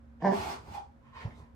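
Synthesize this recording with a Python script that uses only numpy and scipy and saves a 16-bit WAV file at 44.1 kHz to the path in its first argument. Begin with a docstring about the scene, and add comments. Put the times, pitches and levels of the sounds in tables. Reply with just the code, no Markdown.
"""A big dog gives one short, gruff bark: uneven vocal pulses and breath ring its chest and mouth.
A cornered cat answers with a long hiss and a shorter one, air rushing through its open mouth.
The dog shifts its weight, snorts through its nose and lands a paw on the floor with a dull thump.
A low hum fills the small room, and the bare walls answer every sound."""
import sys
import numpy as np
from scipy import signal
from scipy.fft import rfft, irfft, next_fast_len
from scipy.io import wavfile

SR = 44100
rng = np.random.default_rng(int(sys.argv[2]) if len(sys.argv) > 2 else 0)


def master(y):
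    """Save y as 16-bit WAV."""
    cut = np.clip(np.atleast_2d(y).T, -1, 1)
    pcm = np.round(cut * 32767)  # scale
    wavfile.write(sys.argv[1], SR, pcm.astype(np.int16))


N = 68355

# Each row: time in seconds, pitch in Hz.
BARK_PITCH_HZ = [(.218, 152), (.236, 165), (.25, 203), (.262, 197), (.275, 194), (.3, 193), (.318, 199),
                 (.338, 206)]
# Each row: time in seconds, level in dB, mouth opening as gain in dB, roughness from 0 to 1.
BARK_CONTOUR = [(.18, -130, -13.5, 0.66), (.203, -60, 1, 0.33), (.218, -51, -1, 0.3),
                (.222, -34, 3.5, 0.42), (.231, -33.5, -9.5, .25), (.248, -24.5, -1, 0.2),
                (.27, -25, 1.5, 0.13), (.3, -23.5, -10, 0.07), (.332, -27.5, -3, .35),
                (.35, -41, -4.5, 0.34), (.385, -130, -16, 0.76)]
# Chest, lower and upper mouth resonances, rushing air. Each row: frequency in Hz, gain in dB.
CHEST_SPECTRUM = [(60, -46.5), (130, -11.5), (195, -4.5), (300, -10), (400, -7.5), (560, -32),
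                  (1500, -87.5)]
MOUTH_LOW_SPECTRUM = [(150, -35), (390, 0.5), (500, -4.5), (650, 6.5), (800, 2.5), (980, 1.5), (1130, -10),
                      (1330, -30), (3000, -84)]
MOUTH_HIGH_SPECTRUM = [(600, -39), (1330, -18.5), (1580, -5), (1790, 0.5), (2000, -11.5), (2270, -13.5),
                       (2550, -34), (2850, -24.5), (3700, -43.5), (5000, -29.5), (7500, -50), (15000, -66)]
BARK_AIR_SPECTRUM = [(1500, -35), (2900, 4), (3700, -3), (4900, 6), (6500, -3.5), (8000, -18), (15000, -23)]
PITCH_JITTER, SHIMMER_DB = 0.009, 1.2
BITE_DB_PER_DB, RUSH_DB_PER_DB = 0.14, 0.72

def bark():
    """Uneven vocal pulses and gated breath ring the chest and the opening mouth; louder is brighter."""
    pitch_hz, = curves(BARK_PITCH_HZ)
    level_db, opening_db, roughness = curves(BARK_CONTOUR)
    cycles = np.cumsum(pitch_hz * (1 + PITCH_JITTER * ring(0, half_width_hz=80))) / SR
    closures = np.flatnonzero(np.diff(np.floor(cycles)))
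    pulses = np.zeros(N)
    pulses[closures] = -amp(SHIMMER_DB * rng.standard_normal(N)[:len(closures)])
    breath = unit(rng.standard_normal(N) * np.exp(-2 * (cycles % 1)))
    source = np.sqrt(1 - roughness) * unit(pulses) + np.sqrt(roughness) * breath
    mouth_db = level_db + opening_db
    effort_db = mouth_db - mouth_db.max()
    chest = amp(level_db - 3) * unit(resonate(source, CHEST_SPECTRUM))
    low = amp(mouth_db + 1) * unit(resonate(source, MOUTH_LOW_SPECTRUM))
    high = amp(mouth_db + BITE_DB_PER_DB * effort_db - 12.5) * unit(resonate(source, MOUTH_HIGH_SPECTRUM))
    rush = amp(RUSH_DB_PER_DB * effort_db - 55) * noise(BARK_AIR_SPECTRUM)
    return (room(low + high, wet_db=-3, pan_db=-1)
            + room(chest, wet_db=-7, pan_db=-0.5)
            + room(rush, wet_db=13, pan_db=-1.5))


# Each row: time in seconds, level in dB, mouth resonance in Hz, its relative level in dB.
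HISS_CONTOUR = [(.285, -110, 947.8, 1), (.305, -52, 949.4, 12), (.335, -42.5, 900, 1.5), (.41, -42, 900, 0),
                (.44, -42.5, 779.7, -1), (.505, -41.5, 888.6, 2), (.535, -47.5, 979, -2.5),
                (.6, -69, 960, -10), (.66, -60, 880.8, -3.5), (.72, -53.5, 847, 0.5),
                (.747, -48.5, 862, 5.5), (.757, -50.5, 848, 4), (.777, -56.5, 820, 14), (.79, -71, 753, 12),
                (.86, -110, 810, 4)]
# Each row: frequency in Hz, gain in dB.
HISS_SPECTRUM = [(100, -13), (400, 0), (600, -4.5), (1100, 1.5), (1700, -8), (2200, -6.5), (2700, -9.5),
                 (5500, -16), (7000, -21), (8300, -22), (11000, -25.5), (15000, -24)]

def hisses():
    """Air rushes through the cat's mouth, whose resonance wanders; the last spit whistles in its teeth."""
    level_db, mouth_hz, ring_db = curves(HISS_CONTOUR)
    rush = amp(level_db) * (noise(HISS_SPECTRUM) + amp(ring_db) * ring(mouth_hz, half_width_hz=81))
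    whistle = amp(-63) * swell(0.778, rise_s=0.018, fall_s=0.0067) * ring(3370, half_width_hz=90)
    return room(rush + whistle, wet_db=7, pan_db=-1.4, lag_ms=-0.13)


# Each row: peak, rise and fall in seconds, level in dB, nostril resonance in Hz, its relative level in dB.
SNORTS = [(0.211, .01, 0.027, -58, 3000, -19), (1.088, 0.056, 0.032, -67.5, 1050, 4.5),
          (1.169, 0.031, 0.023, -52, 1044, 4.5), (1.197, 0.041, 0.016, -58.5, 4500, -5.5),
          (1.22, 0.027, 0.013, -48.5, 2050, -9), (1.309, 0.005, 0.0067, -56.5, 2150, -5),
          (1.375, 0.054, 0.019, -74.5, 3684, 2), (1.409, 0.029, 0.053, -69, 1000, 7)]
# Nose air and coat rustle. Each row: frequency in Hz, gain in dB.
SNORT_SPECTRUM = [(150, -8), (600, 8), (1000, 3), (1800, 8), (3000, 0), (5000, -13.5), (8000, -20.5),
                  (15000, -34)]
COAT_SPECTRUM = [(1500, -25), (4000, 1.5), (8000, -2), (15000, -16)]

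def snorts():
    """Short puffs of air ring the dog's nostrils; its coat rustles faintly."""
    puffs = np.zeros(N)
    for peak_s, rise_s, fall_s, level_db, nostril_hz, ring_db in SNORTS:
        air = noise(SNORT_SPECTRUM) + amp(ring_db) * ring(nostril_hz, half_width_hz=0.12 * nostril_hz)
        puffs += amp(level_db) * swell(peak_s, rise_s, fall_s) * air
    rustle = amp(-73.5) * swell(1.395, rise_s=0.065, fall_s=0.015) * noise(COAT_SPECTRUM)
    return room(puffs + rustle, wet_db=2.5, pan_db=-1.9, lag_ms=-0.14)


# Each row: peak, rise and fall in seconds, level in dB.
WEIGHT_SHIFTS = [(0.413, 0.021, 0.013, -40), (.488, 0.036, 0.13, -45), (0.68, .012, 0.036, -45),
                 (0.726, .02, 0.02, -48.5), (1.279, 0.076, 0.079, -50.5), (1.41, 0.079, .04, -51.5)]
# Floorboards and paw scuff. Each row: frequency in Hz, gain in dB.
FLOOR_SPECTRUM = [(25, -44), (60, -0.5), (95, -0.5), (140, -9), (250, -16), (450, -22.5), (1000, -20.5),
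                  (3000, -54)]
SCUFF_SPECTRUM = [(100, 9), (400, 10), (1000, 10), (2000, -9), (6000, -17), (15000, -55)]
THUMP_S, THUMP_HZ = 1.2575, 109

def paws():
    """The floor rumbles under the dog's shifting weight; one paw lands with a thump and a scuff."""
    rumble = sum(amp(level_db) * swell(peak_s, rise_s, fall_s) * noise(FLOOR_SPECTRUM)
                 for peak_s, rise_s, fall_s, level_db in WEIGHT_SHIFTS)
    floor_tone = -np.cos(2 * np.pi * THUMP_HZ * (clock() - THUMP_S))
    thump = amp(-25.5) * swell(THUMP_S, rise_s=0.006, fall_s=0.0062) * floor_tone
    scuff = amp(-47) * swell(THUMP_S, rise_s=0.028, fall_s=0.03) * noise(SCUFF_SPECTRUM)
    return room(rumble + thump + scuff, wet_db=-6.5, pan_db=-1.5, lag_ms=-0.2)


# Each row: frequency in Hz, level in dB.
HUM_TONES = [(68, -62.5), (234, -61.5), (545, -75.5)]
# Each row: frequency in Hz, gain in dB.
AMBIENCE_SPECTRUM = [(20, -22), (65, 13), (100, 1), (135, 4), (180, -8), (240, 0.5), (330, -10.5),
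                     (700, -12), (1500, -18), (3000, -32.5), (6000, -40), (15000, -51)]
HUM_WAVER = 0.49

def ambience():
    """Quiet room noise with a wavering hum, slightly to the right."""
    hum = np.zeros(N)
    for hz, level_db in HUM_TONES:
        tone = np.sin(2 * np.pi * (hz * clock() + rng.random()))
        hum += amp(level_db) * (tone + HUM_WAVER * ring(hz, half_width_hz=7.3))
    room_noise = amp(-57.5) * diffuse(np.array([noise(AMBIENCE_SPECTRUM), noise(AMBIENCE_SPECTRUM)]))
    return (room_noise + hum) * amp([[-1.1], [1.1]])


# Each row: frequency in Hz, reverberation T60 in seconds.
WALL_DECAY = [(100, 0.12), (300, 0.37), (900, 0.29), (3000, 0.26), (8000, 0.28), (15000, 0.067)]
BUILD_UP_S, STANDING_DB = 0.0013, 9.5

def room(x, wet_db, pan_db, lag_ms=0):
    """Direct sound at two microphones, plus wall reflections and standing waves; positive pan is left."""
    hz, t, spectra = signal.stft(rng.standard_normal((2, SR // 2)), SR, nperseg=256)
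    decay = amp(-60 * t / along(WALL_DECAY, hz)[:, None])
    tail = diffuse(signal.istft(spectra * decay, SR, nperseg=256)[1])
    tail *= 1 - np.exp(-np.arange(tail.shape[1]) / SR / BUILD_UP_S)
    wet = signal.fftconvolve(x[None], tail / np.linalg.norm(tail[0]), axes=1)[:, :N]
    sides = np.array([[1], [-1]])
    direct = filtered(x, lambda f: np.exp(-1j * np.pi * f * sides * lag_ms / 1000))
    modes = amp(STANDING_DB) * filtered(x, standing_waves)
    return (direct + modes + amp(wet_db) * wet) * amp(sides * pan_db / 2) / np.hypot(1, amp(wet_db))


# Each row: frequency in Hz, relative gain in dB, T60 in seconds.
STANDING_MODES = [(217.3, -8, .6), (267.4, -5, 0.91), (302, -7, 0.46), (408, -8.5, .4), (474, -4.5, 0.42)]

def standing_waves(hz):
    """Frequency response of the room's modes, each a damped resonance."""
    return sum(amp(gain_db) / (1 + 2j * np.pi * (hz - mode_hz) * t60_s / np.log(1000))
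               for mode_hz, gain_db, t60_s in STANDING_MODES)


# Each row: frequency in Hz, left-right correlation of the room sound.
STEREO_CORRELATION = [(100, 0.87), (200, 0.52), (300, 0.12), (1000, -0.24), (4000, 0.17)]

def diffuse(pair):
    """Two unrelated signals become a stereo field that is alike in the bass."""
    def mid_side_gains(hz):
        angle = np.arccos(along(STEREO_CORRELATION, hz)) / 2
        return np.array([np.cos(angle), np.sin(angle)])
    mid, side = filtered(pair, mid_side_gains)
    return np.array([mid + side, mid - side])


def amp(db):
    """Decibels to gain."""
    return 10 ** (np.asarray(db) / 20)


def unit(x):
    """Scale to rms 1."""
    return x / np.sqrt(np.mean(x ** 2) + 1e-20)


def along(points, hz):
    """Interpolate (Hz, value) points on a log frequency axis."""
    point_hz, values = np.transpose(points)
    return np.interp(np.log(hz + 1), np.log(point_hz + 1), values)


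def clock():
    """Sample times in seconds."""
    return np.arange(N) / SR


def curves(rows):
    """One value per sample for each column after the time."""
    times_s, *columns = np.transpose(rows)
    return [np.interp(clock(), times_s, column) for column in columns]


def swell(peak_s, rise_s, fall_s):
    """Gaussian rise, exponential fall."""
    t = clock() - peak_s
    return np.exp(-np.where(t < 0, (t / rise_s) ** 2, t / fall_s))


def filtered(x, response):
    """Apply a response given as a function of Hz."""
    size = next_fast_len(N + SR // 2)
    return irfft(rfft(x, size) * response(np.fft.rfftfreq(size, 1 / SR)), size)[..., :x.shape[-1]]


def resonate(x, spectrum):
    """Minimum-phase filter through (Hz, dB) points."""
    size = 4096
    cepstrum = irfft(np.log(amp(along(spectrum, np.fft.rfftfreq(size, 1 / SR)))))
    cepstrum[1:size // 2] *= 2
    cepstrum[size // 2 + 1:] = 0
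    return signal.fftconvolve(x, irfft(np.exp(rfft(cepstrum))))[:N]


def noise(spectrum):
    """Noise of rms 1, coloured by (Hz, dB) points."""
    return unit(filtered(rng.standard_normal(N), lambda hz: amp(along(spectrum, hz))))


def ring(hz, half_width_hz):
    """Noise of rms 1 in one resonance whose centre may move."""
    a, b = filtered(rng.standard_normal((2, N)), lambda f: 1 / (1 + (f / half_width_hz) ** 2))
    phase = 2 * np.pi * np.cumsum(hz * np.ones(N)) / SR
    return unit(a * np.cos(phase) + b * np.sin(phase))


def scene():
    """Dog, cat and room together."""
    return bark() + hisses() + snorts() + paws() + ambience()


BAND_LIMIT_HZ = 15600

def record(dry):
    """Brick-wall low-pass."""
    return filtered(dry, lambda hz: hz < BAND_LIMIT_HZ)


dry = scene()
out = record(dry)
master(out)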